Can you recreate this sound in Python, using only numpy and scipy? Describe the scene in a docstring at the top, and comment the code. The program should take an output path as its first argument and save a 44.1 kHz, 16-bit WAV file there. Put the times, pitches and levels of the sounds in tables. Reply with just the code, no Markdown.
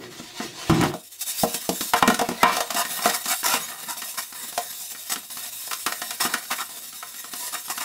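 """In a steel kitchen sink, a ceramic oven dish is scrubbed with a steel-wire scourer, heard from close by.
The wires hiss and crackle (random impulses shaped by a spectrum), and hard strokes make the dish rasp.
The dish judders across the basin, clanks as it is turned over, then rocks and knocks under the hand;
these blows are fading sine modes and noise bursts. Brief tones, room echo and a faint room tone join in."""
import sys
import numpy as np
from scipy import signal
from scipy.fft import rfft, irfft, next_fast_len
from scipy.io import wavfile
from scipy.ndimage import uniform_filter1d, map_coordinates

SR = 44100
rng = np.random.default_rng(int(sys.argv[2]) if len(sys.argv) > 2 else 0)


def output_pcm(signal):
    """Save a mono or channel-first signal as 16-bit PCM at the path in sys.argv[1].

    Samples are clipped to [-1, 1] before scaling.
    """
    pcm = np.clip(np.atleast_2d(signal).T, -1, 1) * 32767
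    wavfile.write(sys.argv[1], SR, np.round(pcm).astype(np.int16))


N = 345744


def amp(db):
    """Turn decibels into gain."""
    return np.exp(np.asarray(db) * (np.log(10) / 20))


def unit(x):
    """Scale to an rms of 1."""
    return x / np.sqrt(np.mean(x ** 2) + 1e-20)


def unit_attack(x):
    """Scale so that the first 20 ms have an rms of 1."""
    return x / np.sqrt(np.mean(x[:SR // 50] ** 2) + 1e-20)


def along(points, hz):
    """Read a curve of (Hz, value) points on a log frequency axis."""
    point_hz, value = np.transpose(points)
    return np.interp(np.log(hz + 1), np.log(point_hz + 1), value)


def curves(rows):
    """Join the rows with straight lines: one value per sample for each column after the time."""
    seconds, *columns = np.transpose(rows)
    return [np.interp(np.arange(N) / SR, seconds, column) for column in columns]


def wobble(rate):
    """A smooth random curve through rate random points a second."""
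    points = rng.standard_normal(int(N * rate / SR) + 4)
    return map_coordinates(points, [np.arange(N) * rate / SR])


def filtered(x, response):
    """Multiply the spectrum of x by a response that depends on frequency."""
    size = next_fast_len(len(x) + 4096)
    spectrum = rfft(x, size) * response(np.fft.rfftfreq(size, 1 / SR))
    return irfft(spectrum, size)[:len(x)]


def coloured(x, spectrum, peaks=()):
    """Give x a broad spectrum with (Hz, width Hz, dB) peaks on top, then an rms of 1."""
    def response(f):
        """Broad curve plus peaks, as gain."""
        bumps = sum(db / (1 + (2 * (f - hz) / width) ** 2) for hz, width, db in peaks)
        return amp(along(spectrum, f) + bumps)
    return unit(filtered(x, response))


def snaps(rate, spread_db):
    """Tiny slips of single wires: about rate random impulses a second, of log-normal size."""
    happens = rng.random(N) < rate / SR
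    size = rng.standard_normal(N) * amp(spread_db * rng.standard_normal(N))
    return unit(happens * size)


def add(track, s, sound):
    """Mix a sound into a track at time s, in seconds."""
    room = track[max(round(s * SR), 0):][:len(sound)]
    room += sound[:len(room)]


def shifting(x, depth_db, size, order):
    """The contact moves, so resonances come and go in patches, size bins wide and order frames long."""
    z = signal.stft(x, nperseg=1024)[2]
    field = rng.standard_normal(z.shape)
    for _ in range(2):
        field = uniform_filter1d(field, size, axis=0)
        field = uniform_filter1d(field, order, axis=1)
    return unit(signal.istft(z * amp(depth_db * unit(field)), nperseg=1024)[1][:N])


def ring(modes, t, tilt_db, length, detune):
    """Modes struck at a new spot: strengths vary, and the grip shifts each pitch a little."""
    hz, db, t60 = np.transpose(modes)[:, :, None]
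    size, shift, side = rng.standard_normal((3, len(modes), 1))
    level_db = db + 2.2 * size + tilt_db * np.minimum(np.log2(hz / 1000), 1)
    waves = np.sign(side) * np.sin(2 * np.pi * hz * (1 + detune * shift) * t)
    fade_db = -60 * t / (t60 * length)
    return unit_attack(np.sum(amp(level_db + fade_db) * waves, axis=0))


# Notes the dish rings at.
# Each row: pitch in Hz, relative level in dB, time to fade by 60 dB in seconds before the blow's own factor.
DISH_MODES = [(472, -4.5, 0.12), (624, -8.5, 0.12), (658, -0.5, 0.11), (722, 2, 0.12), (740.8, 0.5, 0.075),
              (800, -18, 0.07), (981.6, -6.5, 0.16), (1044, -4, 0.17), (1219, -2, 0.065), (1341, 2, 0.093),
              (1462, -1.5, .11), (1779, -6.5, 0.055), (1863, -0.5, 0.079), (1953, -19.5, 0.16),
              (2224, -21, 0.33), (2362, -11, 0.23), (2788, -2, 0.045), (2970, -8.5, 0.092),
              (3764, -5, 0.053), (5040, -5.5, 0.04)]


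def dish_peaks(width_hz, height_db):
    """The dish's modes, all equally high and broadened by the hand pressing on it."""
    return [(hz, width_hz, height_db) for hz, _, _ in DISH_MODES]


# Tone of the quiet room. Each row: frequency in Hz, relative level in dB per Hz.
QUIET_SPECTRUM = [(25, -24), (60, -11), (105, 20.5), (140, -41), (300, 9), (2000, -8), (15000, -18)]


def room_tone():
    """A faint steady noise with the spectrum of the quiet room."""
    return amp(-66.5) * coloured(rng.standard_normal(N), QUIET_SPECTRUM)


# How long the kitchen echoes. Each row: frequency in Hz, time to fade by 60 dB in seconds.
KITCHEN_FADE = [(150, 0.19), (1000, 0.22), (5000, 0.21), (15000, 0.042)]


def kitchen(x):
    """A small hard room: an echo tail of noise in which each frequency dies at its own speed."""
    hz, t, z = signal.stft(rng.standard_normal(SR // 2), SR, nperseg=256)
    fade = amp(-60 * t / along(KITCHEN_FADE, hz)[:, None])
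    tail = signal.istft(z * fade, SR, nperseg=256)[1]
    tail = np.pad(tail / np.linalg.norm(tail), (round(.008 * SR), 0))  # the echo starts 8 ms late
    return signal.fftconvolve(x, tail)[:N]


# How heavily the scrubbed dish leans on the basin. Each row: time in seconds, drone level in dB.
LEANING_LEVELS = [(0, -38.5), (.1, -45.5), (.22, -54), (.39, -55), (.455, -37.5), (.5, -45.5), (.65, -53),
                  (.9, -30), (1.0, -90)]
# Notes of the basin with the dish's weight on it; the drone uses only the pitches, the judder all columns.
# Each row: pitch in Hz, relative level in dB, time to fade by 60 dB in seconds before the judder shortens it.
LOADED_BASIN_MODES = [(111, -6, 0.24), (141, -7.5, 0.086), (164, 6, 0.082), (199, -2, 0.11),
                      (240, -8, 0.11), (315, 1.5, 0.15), (362, -3.5, 0.078)]


def basin_drone():
    """While the dish leans on the basin, the scrubbing is carried into the steel as a low noise."""
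    leaning_db, = curves(LEANING_LEVELS)
    # each pair: frequency in Hz, relative level in dB per Hz
    steel = [(30, -32), (70, -17), (105, 1.0), (200, -7), (350, 6.5), (500, -5), (1500, -27)]
    peaks = [(hz, 25, 6) for hz, _, _ in LOADED_BASIN_MODES]
    return amp(leaning_db) * coloured(rng.standard_normal(N), steel, peaks)


# The dish sticks and slips across the basin. Each row: time in seconds, shudder level in dB, grind level in dB.
JUDDER_LEVELS = [(.696, -11.5, -25), (.76, -24, -33), (.795, -20.5, -33), (.835, -27, -22.5),
                 (.86, -24, -27.5), (.89, -33, -45), (.93, -39.5, -37), (.97, -67, -72)]
# Tone of the struck dish's body, used for the grind and for the knocks.
# Each row: frequency in Hz, relative level in dB per Hz.
BODY_SPECTRUM = [(100, -61), (400, 1.5), (560, 1.5), (720, 10.5), (1300, 7), (2200, 1), (3500, -3.5),
                 (7000, -70)]


def judder():
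    """The dish's foot slips in uneven jerks, shakes the basin's low modes and grinds on the steel."""
    shudder_db, grind_db = curves(JUDDER_LEVELS)
    shake, t = np.zeros(N), np.arange(SR // 5) / SR
    gaps = rng.uniform(.012, .024, size=15)  # s between jerks
    slips = JUDDER_LEVELS[0][0] + np.cumsum(np.r_[0, gaps])
    for s in slips:
        jerk = ring(LOADED_BASIN_MODES, t, 0, 0.78, detune=0.043)
        add(shake, s, jerk * (1 - np.exp(-t / 0.0026)))
    shake /= np.std(shake[round(slips[0] * SR):round(slips[-1] * SR)])
    grit = coloured(snaps(rate=1500, spread_db=0.0), BODY_SPECTRUM, dish_peaks(width_hz=29, height_db=7.5))
    sliding, = curves([(slips[0] - .001, 0), (slips[0], 1), (slips[-1], 1), (slips[-1] + .05, 0)])
    return sliding * (amp(shudder_db) * shake + amp(grind_db) * grit)


# A tap's ring over the weaker of hiss and rub, thump under the ring, crack under the hiss (all dB)
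TAP_RING_DB, TAP_THUMP_DB, TAP_CRACK_DB = -0.5, -9, -7
TAP_HZ, TAP_OCTAVES = 1140, 0.42  # middle pitch, and its random scatter in octaves
TAP_LENGTH = 0.96  # ring length factor
TAPS_FROM_S = 2.5  # after this the dish lies flat and the scourer bumps its walls


def taps():
    """Once the dish lies flat, the scourer bumps its wall at each turn: light knocks that follow the stroke."""
    rows = []
    for (s, hiss_db, rub_db), chance in zip(STROKES, rng.standard_normal(len(STROKES))):
        ring_db = min(hiss_db, rub_db) + TAP_RING_DB
        spot_hz = TAP_HZ * 2 ** (TAP_OCTAVES * chance)
        if s > TAPS_FROM_S:
            rows.append((s, ring_db + TAP_THUMP_DB, ring_db, spot_hz, hiss_db + TAP_CRACK_DB, TAP_LENGTH))
    return rows


# Knocks: the early ones are mostly dish against sink, many later ones scourer against dish wall with
# hardly any thump. Each row: start in seconds, basin thump level in dB, dish ring level in dB,
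# pitch favoured by the contact spot in Hz, crack level in dB, ring length factor. Levels are before the mix.
KNOCKS = [(0.199, -35.5, -51, 1200, -58, .85), (0.4, -30.5, -32.5, 1000, -56, 1.4),
          (0.696, -29.5, -21.5, 1140, -34, 1.2), (0.811, -23.5, -29, 1300, -31.5, 1.1),
          (0.836, -25, -24, 900, -33, .75), (0.938, -34, -30, 635, -41, 0.77),
          (1.434, -19.5, -17, 630, -33, 1.1), (1.543, -37, -35.5, 650, -26.5, .8),
          (1.691, -22, -23, 600, -26, 0.74), (1.808, -29.5, -34.5, 1200, -28, 1.2),
          (1.935, -30.5, -13.5, 970, -25.5, 1.08), (2.025, -16, -7.5, 960, -26.5, 0.78),
          (2.076, -13.5, -15, 1110, -20.5, 0.91), (2.1, -25, -19, 720, -29.5, 1),
          (2.143, -32.5, -32, 1500, -28.5, 1.1), (2.191, -33, -22, 725, -28, 1.2),
          (2.213, -27, -22, 660, -31, 0.9), (2.288, -25, -25.5, 706, -32.5, 1.1),
          (2.314, -28, -35, 960, -43, 1.1), (2.431, -11.5, .5, 1050, -18, 1.2),
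          (2.567, -48, -27, 730, -28.5, 2), (2.605, -45, -20.5, 690, -26.5, 0.87),
          (2.704, -63, -29, 710, -28.5, 1.8), (2.744, -34, -35, 680, -29.5, 1),
          (3.056, -25.5, -18, 730, -28, 1.05), (3.098, -38, -27, 760, -27.5, 1.9),
          (3.256, -39, -32.5, 1170, -31, 1.2), (3.537, -34, -22.5, 1050, -27, 0.78),
          (4.018, -47, -33.5, 1800, -35, 1.3), (4.182, -46.5, -34, 1860, -47, 1.2),
          (4.577, -43, -23.5, 708, -28.5, 0.57), (4.948, -53, -40.5, 1890, -53, 1),
          (5.119, -42, -33, 1870, -27.5, 1), (5.158, -39.5, -33.5, 1340, -36, .7),
          (5.675, -58, -43, 1000, -42, .8), (5.711, -60, -29, 1200, -35, 1.1),
          (5.731, -57, -33.5, 1250, -29, 0.63), (5.863, -37, -21, 1250, -25, 1.2),
          (5.922, -60, -29, 1780, -31.5, 0.45), (6.016, -41.5, -30.5, 1750, -32, 1.2),
          (6.106, -60, -33.5, 1720, -30, 1.2), (6.251, -30, -26, 1400, -35, 1.3),
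          (6.338, -36, -22.5, 1500, -25.5, 1.1), (6.512, -39, -28, 1870, -32, 1.5),
          (6.613, -49, -32, 1320, -40, .85), (7.026, -62, -32, 1260, -45, .6),
          (7.241, -55, -39.5, 1100, -46, 1.1), (7.334, -42.5, -40, 1100, -37, 1.5),
          (7.549, -58, -31.5, 2180, -54, 1.1), (7.777, -45, -30.5, 1270, -35, 0.62)]
# Some spots ring brighter. Each row: pitch of the spot in Hz, brightness in dB per octave.
SPOT_TILT = [(600, -14.5), (700, -0.5), (1000, 0.5), (1300, 7), (2000, 7)]
# Notes of the steel basin.
# Each row: pitch in Hz, relative level in dB, time to fade by 60 dB in seconds before a small shortening.
BASIN_MODES = [(104, -25, 0.06), (179, -12, 0.12), (198.9, -3, 0.16), (235.5, 0.5, 0.12), (276, -1, 0.1),
               (300, -1, 0.081), (403, -6, 0.089)]
# Tone of the basin's thump. Each row: frequency in Hz, relative level in dB per Hz.
THUMP_SPECTRUM = [(25, -57), (70, -27), (130, -29), (220, 2), (400, -1), (700, -6), (2000, -56)]
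# Tone of the contact's crack. Each row: frequency in Hz, relative level in dB per Hz.
CRACK_SPECTRUM = [(500, -14.5), (2000, -0.5), (3700, 6), (6000, 5.5), (10000, 2.5), (15500, -4)]


def knocks():
    """Each contact cracks, rings the dish and, strongly or hardly at all, thumps the steel basin."""
    out, t = np.zeros(N), np.arange(round(.3 * SR)) / SR

    def burst(spectrum, t60, peaks=()):
        """Fading noise for the many close, quickly damped modes of a blow."""
        noise = coloured(rng.standard_normal(len(t)), spectrum, peaks)
        return unit_attack(noise * amp(-60 * t / t60))

    for s, thump_db, ring_db, spot_hz, crack_db, length in KNOCKS + taps():
        tilt_db = along(SPOT_TILT, spot_hz)
        # the contact spot favours the modes near one pitch
        width_hz, favour_db = 0.25 * spot_hz, 7
        modes = [(hz, db + favour_db / (1 + (2 * (hz - spot_hz) / width_hz) ** 2), t60)
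                 for hz, db, t60 in DISH_MODES]
        body = [(hz, db + tilt_db * np.clip(np.log2(hz / 1000), -1, 1)) for hz, db in BODY_SPECTRUM]
        clack = burst(body, 0.054 * length, [(spot_hz, width_hz, favour_db)])
        dish = .78 * ring(modes, t, tilt_db, length, detune=.003) + .62 * clack
        basin = 0.81 * ring(BASIN_MODES, t, 0, 0.9, detune=0.029) + 0.4 * burst(THUMP_SPECTRUM, t60=0.089)
        # the lighter the blow, the slower the crack builds
        contact_s = 0.00043 * amp(-.9 * (ring_db + 27.0))
        crack = unit_attack(burst(CRACK_SPECTRUM, t60=0.051) * (1 - np.exp(-t / contact_s)))
        # a short deep push that grows faster than the ring, so it matters in heavy blows
        u = t / 0.0042
        push = amp(1.5 * ring_db - 9.5) * (1 - u) * np.exp(-u)
        swing = (amp(ring_db) * dish + amp(thump_db) * basin + push) * (1 - np.exp(-t / 0.00093))
        add(out, s, swing + amp(crack_db) * crack)
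    return out


# Brief tones: squeaks on the wet glaze, and at 4.585 s the ring of a knock.
# Each row: middle in seconds, length in seconds, pitch in Hz, level in dB before a shared boost.
BRIEF_TONES = [(2.42, 0.04, 2030, -34), (2.79, 0.11, 697, -33.5), (2.98, 0.098, 1853, -42),
               (3.642, .05, 6760, -38), (3.655, 0.11, 3780, -53), (4.235, 0.058, 3740, -49),
               (4.585, 0.027, 579, -34), (4.835, 0.043, 3750, -50)]


def brief_tones():
    """Single resonances sound briefly as sines that swell and sink, with an unsteady pitch."""
    out, t = np.zeros(N), np.arange(N) / SR
    turns = 2 * np.pi * np.cumsum(1 + 0.00554 * wobble(200)) / SR  # phase of an unsteady 1 Hz
    for s, length, hz, db in BRIEF_TONES:
        span = np.abs(t - s) < length / 2
        swell = np.cos(np.pi * (t[span] - s) / length)
        out[span] += amp(db + 4.5) * swell * np.sin(hz * turns[span])
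    return out


# The steel walls around the scourer echo it. Each row: delay in seconds, gain as a plain factor.
WALL_ECHOES = [(.0011, 0.19), (.0019, 0.051), (.0031, .14), (.0047, -0.18), (.0074, 0.13), (0.013, 0.2)]


def walled(x):
    """Close walls comb the sound, with its power kept about the same."""
    out = x.copy()
    for delay, gain in WALL_ECHOES:
        add(out, delay, gain * x)
    return out / np.sqrt(1 + sum(gain ** 2 for _, gain in WALL_ECHOES))


# Hard strokes. Each row: start in seconds, end in seconds, wire hiss level in dB,
# dish rasp level in dB before a shared boost.
SCRAPES = [(1.207, 1.23, -25.5, -46), (1.958, 1.989, -27.5, -26), (2.44, 2.51, -61, -22.5),
           (2.758, 2.821, -26, -27), (3.019, 3.105, -29, -30), (3.133, 3.16, -24, -28.5),
           (3.275, 3.34, -23.5, -27.5), (3.436, 3.576, -24.5, -27), (3.883, 3.931, -30.5, -36),
           (4.173, 4.201, -26, -31.5), (5.094, 5.14, -27.5, -34.5), (6.202, 6.27, -24, -28),
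           (6.501, 6.543, -32.5, -31.5), (6.582, 6.623, -32.5, -33), (7.524, 7.555, -32, -38),
           (7.695, 7.721, -30.5, -33), (7.802, 7.835, -30, -31)]
# Resonances that colour the hiss, here and in the scrubbing. Each row: pitch in Hz, width in Hz, height in dB.
GLAZE_PEAKS = [(3747, 270, 12.5), (5100, 250, 5.5), (5500, 80, 6), (7430, 240, 2.5), (8050, 130, 5),
               (11400, 200, 0.5)]
# Tone of hard-pressed wires. Each row: frequency in Hz, relative level in dB per Hz.
PRESSED_SPECTRUM = [(500, -35), (2000, -10), (3500, -6.5), (5300, 6), (8000, 6), (12000, 4.5), (15500, 1)]
# Tone of the rasping dish. Each row: frequency in Hz, relative level in dB per Hz.
RASP_SPECTRUM = [(30, -40), (130, -16), (230, 0), (520, -7), (700, -3), (1250, 8), (1900, 1.5), (2800, 0.5),
                 (5000, -4), (10000, -52)]


def scrapes():
    """Pressed hard into the walls, the wires bite and the dish rasps."""
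    t = np.arange(N) / SR
    hiss, rasp = np.zeros(N), np.zeros(N)
    for start, end, hiss_db, rasp_db in SCRAPES:
        stroke = np.interp(t, [start - .001, start + 0.0062, end - .008, end + 0.014], [0, 1, 1, 0])
        hiss += amp(hiss_db) * stroke
        rasp += amp(rasp_db) * stroke
    wires = coloured(snaps(rate=8800, spread_db=0.5), PRESSED_SPECTRUM, GLAZE_PEAKS)
    wires = shifting(wires, depth_db=2.5, size=4, order=4)
    dish = coloured(snaps(rate=4500, spread_db=1.0), RASP_SPECTRUM, dish_peaks(width_hz=73, height_db=6.5))
    dish = shifting(dish, depth_db=4.5, size=3, order=4)
    flutter = amp(1.63 * wobble(130))
    return flutter * (hiss * wires + amp(2.5) * rasp * dish)


# Strokes of the scourer, each lasting until the hand turns for the next.
# Each row: start in seconds, wire hiss level in dB, dish rub level in dB. Levels are before shared trims.
STROKES = [(0.0, -48.5, -39.5), (0.095, -40, -40.5), (0.337, -37, -38), (0.522, -35, -36.5),
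           (0.925, -43, -67), (1.025, -40.5, -64), (1.095, -40, -64), (1.175, -38.5, -63),
           (1.24, -26.5, -44), (1.345, -25, -44), (1.46, -28.5, -41), (1.589, -33.5, -42.5),
           (1.72, -28.5, -41), (1.934, -35.5, -40), (2.191, -37.5, -36), (2.431, -29.5, -27.5),
           (2.605, -35, -37.5), (2.702, -35, -32), (2.85, -27.5, -33), (2.99, -31.5, -32),
           (3.24, -29.5, -49), (3.43, -33, -32.5), (3.72, -37, -39), (3.967, -33, -45),
           (4.141, -35.5, -47.5), (4.324, -34.5, -41.5), (4.525, -34, -41.5), (4.725, -32.5, -48),
           (4.916, -35, -49), (5.096, -35, -45), (5.23, -40, -52.5), (5.3, -34, -47), (5.369, -31, -39),
           (5.455, -32.5, -47), (5.711, -32, -48), (5.863, -34, -42), (6.016, -33.5, -45),
           (6.2, -34, -30.5), (6.338, -36, -40), (6.45, -35.5, -48), (6.69, -37, -44.5),
           (6.925, -35.5, -46.5), (7.026, -38, -48), (7.141, -35.5, -46), (7.241, -38.5, -46.5),
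           (7.334, -30.5, -40.5), (7.575, -36, -49), (7.68, -33.5, -41)]
# The hand all but stops between straight strokes, and only slows once it circles in the dish.
# Each row: time in seconds, drop in level at a turn in dB.
LULL = [(0, 9.5), (1.35, 9), (1.6, 5), (4.0, 2), (7.8, 2.5)]
RUB_FADE_DB = 3.5  # the rub sinks by this much from the start of a stroke to its end
TURN_SHAPE, REGRIP_S = 3.2, 0.066  # steepness of the lull (exponent), time to change pressure (s)


def stroke_levels():
    """Hiss, rub and lull in dB: a stroke swells as the hand speeds up and sinks as it slows for the turn."""
    start, hiss_db, rub_db = np.transpose(STROKES)
    progress = np.interp(np.arange(N) / SR, np.r_[start, N / SR], np.arange(len(start) + 1))
    stroke = np.minimum(progress.astype(int), len(start) - 1)
    from_middle = progress - stroke - .5  # -0.5 at the start of a stroke, 0.5 at its end
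    lull_db = curves(LULL)[0] * np.abs(2 * from_middle) ** TURN_SHAPE

    def regrip(db):
        """Smooth the jumps between strokes."""
        return uniform_filter1d(db, max(round(REGRIP_S * SR), 1))

    hiss = regrip(hiss_db[stroke]) - lull_db
    rub = regrip(rub_db[stroke] - RUB_FADE_DB * from_middle) - lull_db
    return hiss, rub, lull_db


# How far the palm covers the scourer. Each row: time in seconds, covered share from 0 to 1.
COVER = [(0, 0.9), (.85, 1), (1.0, 0.08), (1.9, 0.06), (2.0, 0.65), (2.5, 0.5), (2.9, 0.03), (7.8, 0.04)]
# Tone of the open wires. Each row: frequency in Hz, relative level in dB per Hz.
WIRES_SPECTRUM = [(300, -47), (1500, -17), (2500, -6), (3300, -8), (4400, -4), (7000, 1.5), (11000, 2.5),
                  (15500, 0)]
# Tone of the covered wires. Each row: frequency in Hz, relative level in dB per Hz.
COVERED_SPECTRUM = [(300, -15.5), (1500, -9), (3000, -1), (5000, -3), (7000, -5), (10000, -13.5),
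                    (15500, -21)]
# Tone of the rubbed dish. Each row: frequency in Hz, relative level in dB per Hz.
RUB_SPECTRUM = [(30, -46), (100, -27), (140, -3), (210, 12.5), (300, 0.5), (380, 0.5), (530, 1.5),
                (700, -1.5), (1300, 5), (2000, 4), (2700, 0), (4000, 4), (9000, -16)]
SLOW_DULLING = 0.21  # extra loss of the bright hiss from slow wires, in dB per dB of lull


def scrubbing():
    """Thousands of wire slips a second hiss in the air and stir the dish."""
    hiss_db, rub_db, lull_db = stroke_levels()
    cover = np.clip(curves(COVER)[0], 0, 1)
    catch = wobble(55)  # coils catch and let go in bunches
    bright = coloured(snaps(rate=28000, spread_db=1.5), WIRES_SPECTRUM, GLAZE_PEAKS)
    bright *= amp(-SLOW_DULLING * lull_db)
    dull = coloured(rng.standard_normal(N), COVERED_SPECTRUM)
    wires = np.sqrt(1 - cover) * bright + np.sqrt(cover) * dull
    wires = shifting(wires, depth_db=2.5, size=4, order=4)
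    rub = coloured(snaps(rate=3400, spread_db=2), RUB_SPECTRUM, dish_peaks(width_hz=59, height_db=7))
    rub = shifting(rub, depth_db=3.5, size=3, order=5)
    return amp(hiss_db - 1.0 + 1.88 * catch) * wires + amp(rub_db - 4 + 2.4 * catch) * rub


def scene():
    """Scourer, dish and basin in the kitchen, over a faint room tone."""
    rubbing = walled(scrubbing() + scrapes()) + brief_tones()
    blows = knocks() + judder() + basin_drone()
    echo = kitchen(amp(-16) * rubbing + amp(-11.0) * blows)
    return (rubbing + blows + echo + room_tone())[None]


def limited(x, threshold_db, attack, release_db):
    """Gain dips a few ms after a loud peak and recovers at release_db a second."""
    over_db = np.maximum(20 * np.log10(np.abs(x) + 1e-9) - threshold_db, 0)
    ramp = release_db * np.arange(N) / SR
    cut_db = np.maximum.accumulate(over_db + ramp) - ramp  # holds each peak, then sinks steadily
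    pole = np.exp(-1 / (attack * SR))
    return x * amp(-signal.lfilter([1 - pole], [1, -pole], cut_db))


def record(dry):
    """The level ducks after loud clanks, what gets through is rounded off, and the top treble is removed."""
    x = limited(dry[0], threshold_db=-4.0, attack=0.0042, release_db=134)
    ceiling, top_hz = .54, 15750
    rounded = x / (1 + np.abs(x / ceiling) ** 6) ** (1 / 6)
    return filtered(rounded, lambda hz: hz < top_hz)[None]


dry = scene()
out = record(dry)
output_pcm(out)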